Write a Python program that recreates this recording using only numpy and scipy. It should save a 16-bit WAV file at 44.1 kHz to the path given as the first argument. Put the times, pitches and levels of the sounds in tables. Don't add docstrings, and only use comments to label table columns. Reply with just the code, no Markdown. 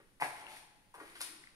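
import sys
import numpy as np
from scipy import signal
from scipy.fft import rfft, irfft, next_fast_len
from scipy.io import wavfile

SR = 44100
rng = np.random.default_rng(int(sys.argv[2]) if len(sys.argv) > 2 else 0)


def persist_wave(psi):
    counts = np.round(np.clip(psi, -1, 1) * 32767).astype(np.int16)
    wavfile.write(sys.argv[1], SR, np.atleast_2d(counts).T)


N = 68355

# frequency in Hz, relative gain in dB.
AIR_COLOUR = [(25, 1.5), (50, -7), (100, -8), (170, -8), (330, -10.5), (600, -19.5), (2000, -20),
              (4000, -24), (8000, -29.5), (15000, -33)]
# frequency in Hz, seconds to fall 60 dB.
ROOM_DECAY = [(100, 0.76), (300, 1.06), (800, 1.19), (2000, 1.05), (4500, 0.88), (9000, 0.69), (15000, .4)]
# frequency in Hz, left-right likeness from 0 to 1.
STEREO_LIKENESS = [(30, 0.32), (130, 0.77), (300, 0.79), (600, 0.77), (1200, 0.35), (2500, 0), (10000, 0)]

# start in seconds, level in dB, pitch in Hz, left over right in dB.
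DEBRIS_TICKS = [(0.3661, -63, 1980, 5), (.467, -55, 2750, 6.5), (.484, -63, 2060, 17),
                (.567, -56, 1874, -2), (1.099, -66, 3660, -6.5), (1.4386, -59, 1950, 4.5),
                (1.4723, -59, 2030, 2)]
# start in seconds, level in dB, rattle in seconds.
DEBRIS_SNAPS = [(1.2154, -45.5, 0.0014), (1.2223, -49.5, 0.023)]
# frequency in Hz, relative gain in dB.
SNAP_EQ = [(300, -30), (2000, -12), (4500, 2.5), (7000, -2.5), (9500, -0.5), (11000, -4), (12500, -13),
           (15000, -15.5)]

# start, rise, hold and release in seconds, relative level in dB, treble in dB.
GRIT_SCUFFS = [(0.196, 0.015, .03, 0.18, -50.5, 2), (0.294, 0.0362, .08, 0.17, -63, -4.5),
               (0.446, 0.054, 0.073, 0.15, -59, -3.5), (0.937, .003, 0.015, .04, -65, 10),
               (0.957, 0.042, 0.22, 0.12, -68, 1), (1.147, 0.013, 0.053, .05, -61.5, -3),
               (1.199, 0.0091, 0.0191, 0.25, -46.5, 0)]
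# frequency in Hz, relative gain in dB.
GRIT_EQ = [(200, -27), (900, -10.5), (2000, -1), (3200, -1), (4600, -0.5), (6500, -6), (8500, -5),
           (12000, -8), (15000, -15)]

# start in seconds, level in dB, rattle in seconds, pitch in Hz, relative width.
SHOE_KNOCKS = [(.001, -63, .04, 370, 0.91), (.002, -65.5, 0.059, 1620, .7), (.941, -53, 0.044, 1020, 0.235),
               (.947, -53.5, 0.042, 800, 1.2), (0.98, -55, .06, 500, 1.4), (1.001, -51, 0.073, 1190, 0.86),
               (1.012, -52.5, 0.044, 370, 0.9), (1.055, -55.5, 0.2, 1970, 0.95), (1.154, -53, .04, 1700, 2),
               (1.207, -45, 0.028, 1330, 1.35)]
# frequency in Hz, relative gain in dB.
KNOCK_EQ = [(50, -41), (130, -16), (300, -4.5), (800, -4), (1600, -3.5), (2400, -3), (5000, -11),
            (15000, -12.5)]
# pitch in Hz, relative level in dB, seconds to fall 60 dB.
FLOOR_RING = [(159.86, -11.5, 1.0), (272, -4, 0.76), (335, 0, 0.6), (446, -11, .3), (1176, -6, 0.39),
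              (1280, 0, 0.32)]
# start, rise, hold and release in seconds, level in dB.
FLOOR_DRONE = (1.1, .14, .2, 0.06, -71)

# start in seconds, level in dB, rattle in seconds.
BOARD_THUDS = [(0.2001, -50, 0.05), (0.209, -46, .04), (0.2142, -42.5, 0.044), (.222, -36.5, 0.009),
               (.2295, -43, 0.0087), (.2365, -44, 0.031)]
# frequency in Hz, relative gain in dB.
THUD_EQ = [(40, -38), (85, -32), (125, -12), (240, -12.5), (480, -10), (720, 0), (920, -1), (1200, -5),
           (1850, -2.5), (2450, -4.5), (3100, -19), (6000, -35), (15000, -55)]
# start in seconds, level in dB.
HOLLOW_BOOMS = [(.2150, -40.5), (.2220, -32.5), (.2290, -43)]
# pitch in Hz, relative level in dB, seconds to fall 60 dB.
BOARD_RING = [(340, -12, 1.0), (590, -13.5, 1.0), (722, -0.5, .8), (842, -1, 1.3), (867.5, -0.5, 1.0),
              (940, -6, 0.6), (1015, -6, .6), (1183, -10, 0.38), (1370, -10.5, 1.2), (1622, -15, 1.1),
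              (1720, -11, .9), (1863, -9, .6), (1974, -13, .6), (2190, -8, .8)]
# start, rise, hold and release in seconds, level in dB.
BOARD_RUB = (0.37, 0.02, .15, .25, -61)
# frequency in Hz, relative gain in dB.
RUB_EQ = [(60, -14), (140, -5.5), (300, -8.5), (600, -3.5), (840, 3), (1100, -5), (2100, -1.5), (3200, -13),
          (8000, -39)]

# frequency in Hz, gain in dB.
LEFT_MIC_EQ = [(150, -0.5), (700, 2), (2200, 2.74), (5000, 1), (7900, -1), (9100, 14.5), (10600, 11.5),
               (12500, 5), (15500, 1)]
RIGHT_MIC_EQ = [(150, 2.5), (700, -1), (2200, 0.6), (5000, 1), (7900, 2.5), (10000, -7), (15500, -7)]


def amp(db):
    return 10 ** (np.asarray(db) / 20)


def along(points, hz):
    f, values = np.transpose(points)
    return np.interp(np.log(hz + 1), np.log(f + 1), values)


def freqs(size=8192):
    return np.fft.rfftfreq(size, 1 / SR)


def eq(points):
    return amp(along(points, freqs()))


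def resonance(hz, width):
    f = freqs() + 1
    return 1 / np.hypot(1, (f / hz - hz / f) / width)


def through(x, response):
    return signal.fftconvolve(np.atleast_2d(x), np.atleast_2d(response), axes=1)[:, :N]


def body(x, gain):
    cepstrum = irfft(np.log(np.maximum(gain, 1e-6)))
    half = len(cepstrum) // 2
    cepstrum[1:half] *= 2
    cepstrum[half + 1:] = 0
    response = irfft(np.exp(rfft(cepstrum)))[:half]
    return through(x, response / np.linalg.norm(response))


def pushes(rows):
    out = np.zeros(N)
    for start, db in rows:
        out[round(start * SR)] += amp(db) * np.sqrt(SR / 100)
    return out


def contact(start, db, rattle_s):
    t = np.arange(SR // 5) / SR
    hit = rng.standard_normal(len(t)) * amp(-20 * t / rattle_s)
    hit *= np.sqrt(rattle_s / 0.012) / np.linalg.norm(hit)
    hit[0] = 1
    hit *= amp(db) * np.sqrt(SR / 100) / np.linalg.norm(hit)
    return np.pad(hit, (round(start * SR), N))[:N]


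def ringing(modes, attack_s=0.0037):
    t = np.arange(SR) / SR
    drift = np.cumsum(rng.standard_normal((len(modes), SR)), axis=1) * 4 / np.sqrt(SR)
    phases = drift + rng.uniform(0, 2 * np.pi, (len(modes), 1))
    ring = sum(amp(db - 60 * t / t60) * np.sin(2 * np.pi * hz * t + phase)
               for (hz, db, t60), phase in zip(modes, phases))
    ring *= np.clip(t / attack_s, 0, 1)
    return ring / np.linalg.norm(ring)


def grains(start, rise, hold, release, db, per_second=3000, spread_db=4.5):
    t = np.arange(N) / SR - start
    clicks = (rng.random(N) < per_second / SR) * rng.choice([-1, 1], N)
    clicks = clicks * amp(spread_db * rng.standard_normal(N))
    envelope = np.clip(t / rise, 0, 1) * amp(db - 60 * np.maximum(t - rise - hold, 0) / release)
    return clicks / clicks.std() * envelope


def diffuse():
    size = next_fast_len(N, True)
    angle = np.arccos(along(STEREO_LIKENESS, freqs(size))) / 2
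    spectra = rfft(rng.standard_normal((2, size)))
    mid, side = irfft(spectra * [np.cos(angle), np.sin(angle)], size)[:, :N]
    return np.array([mid + side, mid - side])


def in_room(x, early_db, late_db, early_t60_s=0.32, build_s=0.0032):
    hz, frame_s, spectra = signal.stft(diffuse(), SR, nperseg=256)
    decay = amp(-60 * frame_s / along(ROOM_DECAY, hz)[:, None])
    late = signal.istft(spectra * decay, SR, nperseg=256)[1][:, :N]
    t = np.arange(N) / SR
    early = diffuse() * amp(-60 * t / early_t60_s) / np.sqrt(early_t60_s)
    scale = np.sqrt(np.log(1e6) / SR)
    response = scale * (amp(early_db) * early + amp(late_db) * late) * np.clip(t / build_s, 0, 1)
    response[:, 0] = 1
    return through(x, response)


def air():
    return amp(-70.5) * body(diffuse(), eq(AIR_COLOUR))


def debris():
    snap = body(sum(contact(*row) for row in DEBRIS_SNAPS), eq(SNAP_EQ))
    ticks = np.zeros((2, N))
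    for start, db, hz, pan_db in DEBRIS_TICKS:
        tick = body(pushes([(start, db)]), resonance(hz, width=0.22) ** 2)
        ticks += amp([[pan_db / 2], [-pan_db / 2]]) * tick
    return in_room(snap, early_db=-11, late_db=-4.5) + in_room(ticks, early_db=-7, late_db=-10)


def grit():
    shelf = along([(2500, 0.052), (10000, 0.95)], freqs())
    crunch = sum(body(grains(*stroke), eq(GRIT_EQ) * amp(treble_db * shelf))
                 for *stroke, treble_db in GRIT_SCUFFS)
    return amp(-3.5) * in_room(crunch, early_db=-0.5, late_db=2)


def shoe(ring_cap_db=-54):
    knocks = sum(body(contact(start, db, rattle_s), eq(KNOCK_EQ) * resonance(hz, width) ** 1.52)
                 for start, db, rattle_s, hz, width in SHOE_KNOCKS)
    footfalls = pushes([(start, min(db, ring_cap_db)) for start, db, *_ in SHOE_KNOCKS])
    ring = amp(-14) * through(footfalls, ringing(FLOOR_RING))
    drone = body(grains(*FLOOR_DRONE), resonance(hz=315, width=0.35) ** 2)
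    return (in_room(knocks, early_db=-3.5, late_db=-3.5)
            + in_room(ring + drone, early_db=-3.5, late_db=-9.5))


def board():
    thud = body(sum(contact(*row) for row in BOARD_THUDS), eq(THUD_EQ))
    boom = body(pushes(HOLLOW_BOOMS), resonance(hz=863, width=0.43) ** 2.57)
    hardest_blow = pushes(HOLLOW_BOOMS[1:-1])
    ring = amp(-6.5) * through(hardest_blow, ringing(BOARD_RING))
    rub = body(grains(*BOARD_RUB), eq(RUB_EQ))
    return (in_room(thud + rub, early_db=-1, late_db=-4.5)
            + in_room(boom, early_db=-9, late_db=-11)
            + in_room(ring, early_db=-12, late_db=-16))


def scene():
    return board() + shoe() + grit() + debris() + air()


def record(dry):
    left_lag_s, top_hz = 0.00017, 15700
    size = next_fast_len(N + SR // 4, True)
    f = freqs(size)
    left = amp(along(LEFT_MIC_EQ, f)) * np.exp(-2j * np.pi * f * left_lag_s)
    right = amp(along(RIGHT_MIC_EQ, f))
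    return irfft(rfft(dry, size) * [left, right] * (f < top_hz), size)[:, :N]


dry = scene()
out = record(dry)
persist_wave(out)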